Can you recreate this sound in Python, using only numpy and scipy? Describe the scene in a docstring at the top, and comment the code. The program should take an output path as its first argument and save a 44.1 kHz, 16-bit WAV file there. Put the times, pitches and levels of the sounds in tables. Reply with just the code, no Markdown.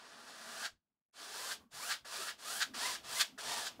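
"""A bristle brush scrubs paint over a stretched canvas in a quiet, dry room, above a faint arm rustle.
First comes one long rub: stick-slip noise gives the hiss, threads crossed at hand speed a gliding zip, and
low-pitched noise the soft drumming of the canvas. The bristles flip over with a short rasp as it ends.
After a pause follow seven quick strokes to and fro, each closing with a rasp, three opening with a landing.
At last the brush knocks on the canvas, a damped sine; a short decaying noise tail forms the room."""
import sys
import numpy as np
from scipy import signal
from scipy.fft import rfft, irfft
from scipy.io import wavfile

SR = 44100
rng = np.random.default_rng(int(sys.argv[2]) if len(sys.argv) > 2 else 0)


def dump_mix(stems):
    """Bounce the given channels to the path in sys.argv[1] as a 16-bit WAV at rate SR."""
    frames = np.atleast_2d(stems).T  # one column per channel
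    limited = np.clip(frames, -1, 1)  # hard clip at full scale
    pcm = np.round(limited * 32767).astype(np.int16)
    wavfile.write(sys.argv[1], SR, pcm)


N = 167580
T = np.arange(N) / SR  # s

# spectrum of bristles scratching over the weave: f/Hz, spectral level/dB
SCRATCH_SPECTRUM = [(100, -31), (400, -18.5), (560, -5.5), (700, -5), (850, -12.5), (1100, -2), (1350, 2.5),
                    (1700, 2), (1900, 0.5), (2150, -18.5), (5000, -28.5), (15000, -50.5)]


def amp(db):
    """Level is logarithmic: 20 dB are a factor of ten in amplitude."""
    return 10 ** (np.asarray(db) / 20)


def unit(x):
    """Normalisation by the root mean square makes a level set the power."""
    return x / np.sqrt(np.mean(x ** 2) + 1e-20)


def colour(x, points, tilt_db=0):
    """Linear filtering multiplies a spectrum by a source curve, a tilt in dB per octave and resonances."""
    # fixed resonances of canvas and frame: f/Hz, width/Hz, lift/dB
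    resonances = [(416, 35, 3), (670, 55, 3), (880, 70, 3), (1186, 40, 4), (1455, 60, 3), (1570, 60, 3),
                  (1700, 40, 4), (2650, 70, 3), (2890, 60, 2), (3116, 65, 3), (3346, 50, 4), (3530, 40, 3),
                  (4306, 60, 3), (4640, 60, 4), (4820, 50, 3), (5436, 80, 3), (7090, 90, 3)]
    hz = np.arange(1, SR / 2, 5)
    point_hz, point_db = np.transpose(points)
    db = np.interp(np.log(hz), np.log(point_hz), point_db)
    db = db + tilt_db * np.log2(np.maximum(hz, 1000) / 3000)  # no further tilt below 1 kHz
    for centre, width, lift_db in resonances:
        db = db + lift_db / (1 + (2 * (hz - centre) / width) ** 2)
    gain = np.interp(np.fft.rfftfreq(N, 1 / SR), hz, amp(db))
    return unit(irfft(rfft(x) * gain, N))


def fuzzy_tone(hz, pole_width_hz):
    """Modulation shifts low-passed complex noise to a fixed or moving pitch: a narrow noise band."""
    r = np.exp(-np.pi * pole_width_hz / SR)
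    noise = rng.standard_normal(N) + 1j * rng.standard_normal(N)
    envelope = signal.lfilter([(1 - r) ** 2], [1, -2 * r, r * r], noise)  # two equal poles
    phase = 2 * np.pi * np.cumsum(hz * np.ones(N)) / SR
    return unit((envelope * np.exp(1j * phase)).real)


def bell(time, half):
    """A Gaussian envelope rises and falls smoothly, to exp(-1/2) at the half length."""
    return np.exp(-.5 * ((T - time) / half) ** 2)


def background():
    """Broadband noise: the rustle of the moving arm over a very low, steady room floor."""
    # loudness of the arm: t/s, level/dB
    arm_levels = [(0, -82), (.72, -80), (.8, -97.5), (.96, -99), (1.11, -116), (1.2, -79), (1.5, -77),
                  (1.62, -66.5), (1.69, -85), (1.76, -66), (2.03, -74.5), (2.22, -75), (2.37, -72),
                  (2.72, -66), (3.05, -63), (3.36, -70.5), (3.8, -65.5)]
    # spectrum of the arm rustle: f/Hz, spectral level/dB
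    rustle_spectrum = [(20, -20.5), (60, -4.5), (130, -7), (270, -2.5), (380, -7), (1100, -11.5),
                       (2000, -19.5), (4500, -24.5), (15000, -27)]
    # spectrum of the room floor: f/Hz, spectral level/dB
    floor_spectrum = [(20, -3.5), (70, 5), (250, 10.5), (500, -19.5), (1200, -23), (5000, -29),
                      (15000, -29)]
    floor_db = -102
    arm_gain = amp(np.interp(T, *np.transpose(arm_levels)))
    arm = arm_gain * colour(rng.standard_normal(N), rustle_spectrum)
    return arm + amp(floor_db) * colour(rng.standard_normal(N), floor_spectrum)


def bristles():
    """Stick-slip friction: countless tiny slips sum to Gaussian noise, some sharper catches stand out."""
    catches_per_s, catch_spread_db = 7000, 2.5
    catch_share = 0.29  # of the power
    caught = rng.random(N) < catches_per_s / SR
    strength = amp(catch_spread_db * np.minimum(rng.exponential(1, N), 4))
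    catches = unit(rng.standard_normal(N) * strength * caught)
    return np.sqrt(catch_share) * catches + np.sqrt(1 - catch_share) * rng.standard_normal(N)


def weave_zip(start, end, top_time, top_hz, slow, zip_db, half_db):
    """Periodic excitation: the thread-crossing rate follows hand speed and sets the pitch and its octaves."""
    zip_width_hz, half_zip_width_hz = 84, 120  # of each filter pole
    double_zip_db = -6.5  # relative to the zip
    fade_s, lead_s = 0.094, 0.028
    hz = top_hz * .5 ** (((T - top_time) / slow) ** 2)
    upper = amp(double_zip_db) * fuzzy_tone(2 * hz, 2 * zip_width_hz)
    zips = amp(zip_db) * (fuzzy_tone(hz, zip_width_hz) + upper)
    zips = zips + amp(half_db) * fuzzy_tone(hz / 2, half_zip_width_hz)
    gliding = np.clip((T - start) / fade_s, 0, 1) ** 2 * np.clip((end - T) / lead_s, 0, 1)
    return gliding * zips


def stroke(motion, weave):
    """Friction grows with pressure, which drives hiss, weave and canvas; the hiss dulls as the hand stops."""
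    # hiss of moving bristles: f/Hz, spectral level/dB
    hiss_spectrum = [(100, -34), (400, -14.5), (700, -17), (1100, -4), (1500, -8.5), (1900, -4.5),
                     (2150, -5.5), (2500, -3.5), (3000, -2.5), (4300, 1.5), (5400, 0), (6200, -1.5),
                     (8500, -2.5), (10800, -6.5), (12300, -12.5), (15700, -15)]
    # softer hiss of bristles coming to rest: f/Hz, spectral level/dB
    settle_spectrum = [(100, -40.5), (700, -4.5), (1500, -6.5), (2200, -1.5), (3500, 1), (5500, -3.5),
                       (8500, -16), (15000, -21.5)]
    # response of the canvas body: f/Hz, spectral level/dB
    body_spectrum = [(20, -33), (55, -16), (110, -9.5), (170, -10), (260, -0.5), (345, -6), (430, 0),
                     (520, -0.5), (700, 6), (950, 1), (1400, 0), (2500, -19), (8000, -54)]
    body_follows = 0.78  # dB of body per dB of pressure
    bright_per_db = 0.2247  # tilt in dB per octave, per dB of swell
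    dull_s = 0.026
    start, end, level_db, swell_db, arch_db, attack, release, bright_db, body_db = motion
    top_time, top_hz, slow, zip_db, half_db, scratch_db = weave

    progress = np.clip((T - start) / (end - start), 0, 1)
    after = np.maximum(T - end, 0)
    press_db = swell_db * (progress - 1) + arch_db * 4 * progress * (1 - progress)
    contact = np.clip((T - start) / attack, 0, 1) * np.exp(-after / release)
    moving = np.exp(-after / dull_s)

    # the hiss brightens along the stroke when the swell is positive
    slips, shift_db = bristles(), bright_per_db * swell_db
    early = colour(slips, hiss_spectrum, bright_db - shift_db)
    late = colour(slips, hiss_spectrum, bright_db + shift_db)
    hiss = (1 - progress) * early + progress * late
    hiss = moving * hiss + (1 - moving) * colour(slips, settle_spectrum)

    scratch = amp(scratch_db) * moving * colour(bristles(), SCRATCH_SPECTRUM)
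    threads = weave_zip(start, end, top_time, top_hz, slow, zip_db, half_db) + scratch
    body = amp(body_db + body_follows * press_db) * colour(bristles(), body_spectrum)
    return amp(level_db) * contact * (amp(press_db) * (hiss + threads) + body)


def strokes():
    """Superposition: the long rub and the seven quick strokes add linearly."""
    # hand motion: start t/s, end t/s, hiss level at the end/dB, swell from start to end/dB,
    # mid-stroke arch/dB, attack/s, release/s, brightness/(dB per octave), body level re stroke level/dB
    motions = [(-.05, 0.662, -45.5, 13, -4.5, .02, 0.018, -3.1, -9.5),
               (1.126, 1.533, -45, 10, 1.5, 0.079, 0.023, -0.75, -11),
               (1.705, 1.93, -43.5, 12.5, 4, 0.043, 0.026, 1.5, -13),
               (2.046, 2.301, -47, 7.5, 7, 0.0071, 0.027, -0.5, -10),
               (2.375, 2.632, -47, 14.5, 10.5, 0.018, 0.032, 1.5, -12.5),
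               (2.735, 2.95, -43, 6, 7, .012, 0.028, -2, -13.5),
               (3.024, 3.216, -38.5, 17, 3, 0.023, 0.032, -0.5, -16),
               (3.377, 3.665, -47, 3, 6.5, 0.0092, 0.039, -1.5, -6.5)]
    # threads crossed in each stroke: top speed t/s, thread rate there f/Hz, time to half speed/s,
    # zip level/dB, level of its lower octave/dB, scratch level/dB (all three re stroke level)
    weaves = [(.66, 1458, .5, -19, -17.5, -4.5), (1.55, 1097, .38, -13, -18, -8.5),
              (1.98, 1703, .2, -7, -19.5, -8), (2.27, 1340, 0.28, -10, -21, -8),
              (2.63, 1672, 0.24, -7.5, -18, -10.5), (2.885, 2085, .14, -10, -11.5, -13.5),
              (3.2, 2143, 0.11, -9.5, -18.5, -14.5), (3.53, 1844, .29, -9, -10.5, -15)]
    return sum(stroke(motion, weave) for motion, weave in zip(motions, weaves))


def drums():
    """Forced vibration: cloth and easel answer softly in narrow bands as they are pushed and let go."""
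    # drumming between and under strokes: t/s, level/dB, half length/s, f/Hz
    events = [(.2, -70, 0.11, 239.2), (0.512, -68, 0.11, 233.8), (0.735, -73.5, .022, 75),
              (1.615, -73, 0.037, 1102), (1.62, -68, .035, 221), (1.75, -71, 0.031, 120),
              (2.025, -72, 0.013, 101), (2.202, -56, 0.017, 403), (2.705, -57.5, 0.026, 265),
              (2.775, -60, .03, 250), (3.123, -70.5, 0.05, 125), (3.333, -62.5, 0.027, 245),
              (3.47, -62, .015, 160), (3.792, -64, 0.056, 270)]
    pole_width_hz = 83
    return sum(amp(db) * bell(time, half) * fuzzy_tone(hz, pole_width_hz)
               for time, db, half, hz in events)


def flips():
    """Elastic release: bristles flip over as a stroke ends and rasp in a short noise burst."""
    # rasps: t/s, level/dB, half length/s, brightness/(dB per octave)
    events = [(0.655, -38, .012, -0.5), (1.519, -41, 0.0095, -1.5), (1.919, -34, 0.015, -1),
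              (2.294, -40, .012, -2.5), (2.623, -30, 0.01, 0), (2.957, -42.5, 0.0058, -0.5),
              (3.212, -27.5, .009, 1.8), (3.669, -39, 0.0097, 3.5)]
    # spectrum of the rasp: f/Hz, spectral level/dB
    rasp_spectrum = [(100, -53.5), (450, -28), (750, -14), (1050, -7.5), (1250, -0.5), (1650, 6.5),
                     (2150, -3.5), (2700, -3.5), (3300, -1), (4500, 1.5), (5500, -6.5), (7200, -6),
                     (10000, -19.5), (15700, -27)]
    point = 1.46  # envelope shape: 1 is pointed, 2 is round
    rasps = np.zeros(N)
    for time, db, half, bright_db in events:
        envelope = np.exp(-.5 * abs((T - time) / half) ** point)
        rasps = rasps + amp(db) * envelope * colour(bristles(), rasp_spectrum, bright_db)
    return rasps


def landings():
    """Impact: the brush meets the cloth with a fast rise and an exponential decay of scratch noise."""
    # landings: t/s, level before rise and decay/dB
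    events = [(2.045, -55), (2.737, -52.5), (3.377, -50)]
    rise_s, decay_s, bright_db = .002, 0.024, -1  # brightness in dB per octave
    touch = np.zeros(N)
    for time, db in events:
        rise = np.clip((T - time) / rise_s, 0, 1)
        touch = touch + amp(db) * rise * np.exp(-np.maximum(T - time, 0) / decay_s)
    return touch * colour(bristles(), SCRATCH_SPECTRUM, bright_db)


def brush():
    """Amplitude modulation: a little flutter in the grip on the paint varies all bristle sounds together."""
    flutter_db, flutter_s = 0.91, 0.019  # rms depth, correlation time
    rub = strokes() + flips() + landings()
    pole = np.exp(-1 / (flutter_s * SR))
    flutter = unit(signal.lfilter([1], [1, -pole], rng.standard_normal(N)))
    return rub * amp(flutter_db * flutter)


def knock():
    """Damped free vibration: the brush knocks on the canvas, a sine with exponential decay."""
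    start_s, level_db, hz, decay_s = 3.7955, -37, 730, 0.0015
    age = np.maximum(T - start_s, 0)
    return amp(level_db) * np.sin(2 * np.pi * hz * age) * np.exp(-age / decay_s)


def room(x):
    """Reverberation: convolution with exponentially decaying noise, the tail of a small, curtained room."""
    t60_s = 0.15
    t = T[:SR // 3]
    tail = rng.standard_normal(len(t)) * amp(-60 * t / t60_s) * (t > .003)  # starts after 3 ms
    return signal.fftconvolve(x, tail / np.linalg.norm(tail))[:N]


def scene():
    """Superposition of direct sound, its reverberation and the background."""
    room_db = -11.5
    direct = brush() + drums() + knock()
    return (direct + amp(room_db) * room(direct) + background())[None]


def record(dry):
    """Band limitation: convolution with a linear-phase low-pass removes the highest treble."""
    edge_hz = 15720
    low_pass = signal.firwin(1023, edge_hz, window=("kaiser", 9), fs=SR)
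    return signal.oaconvolve(dry, low_pass[None], "same")


dry = scene()
out = record(dry)
dump_mix(out)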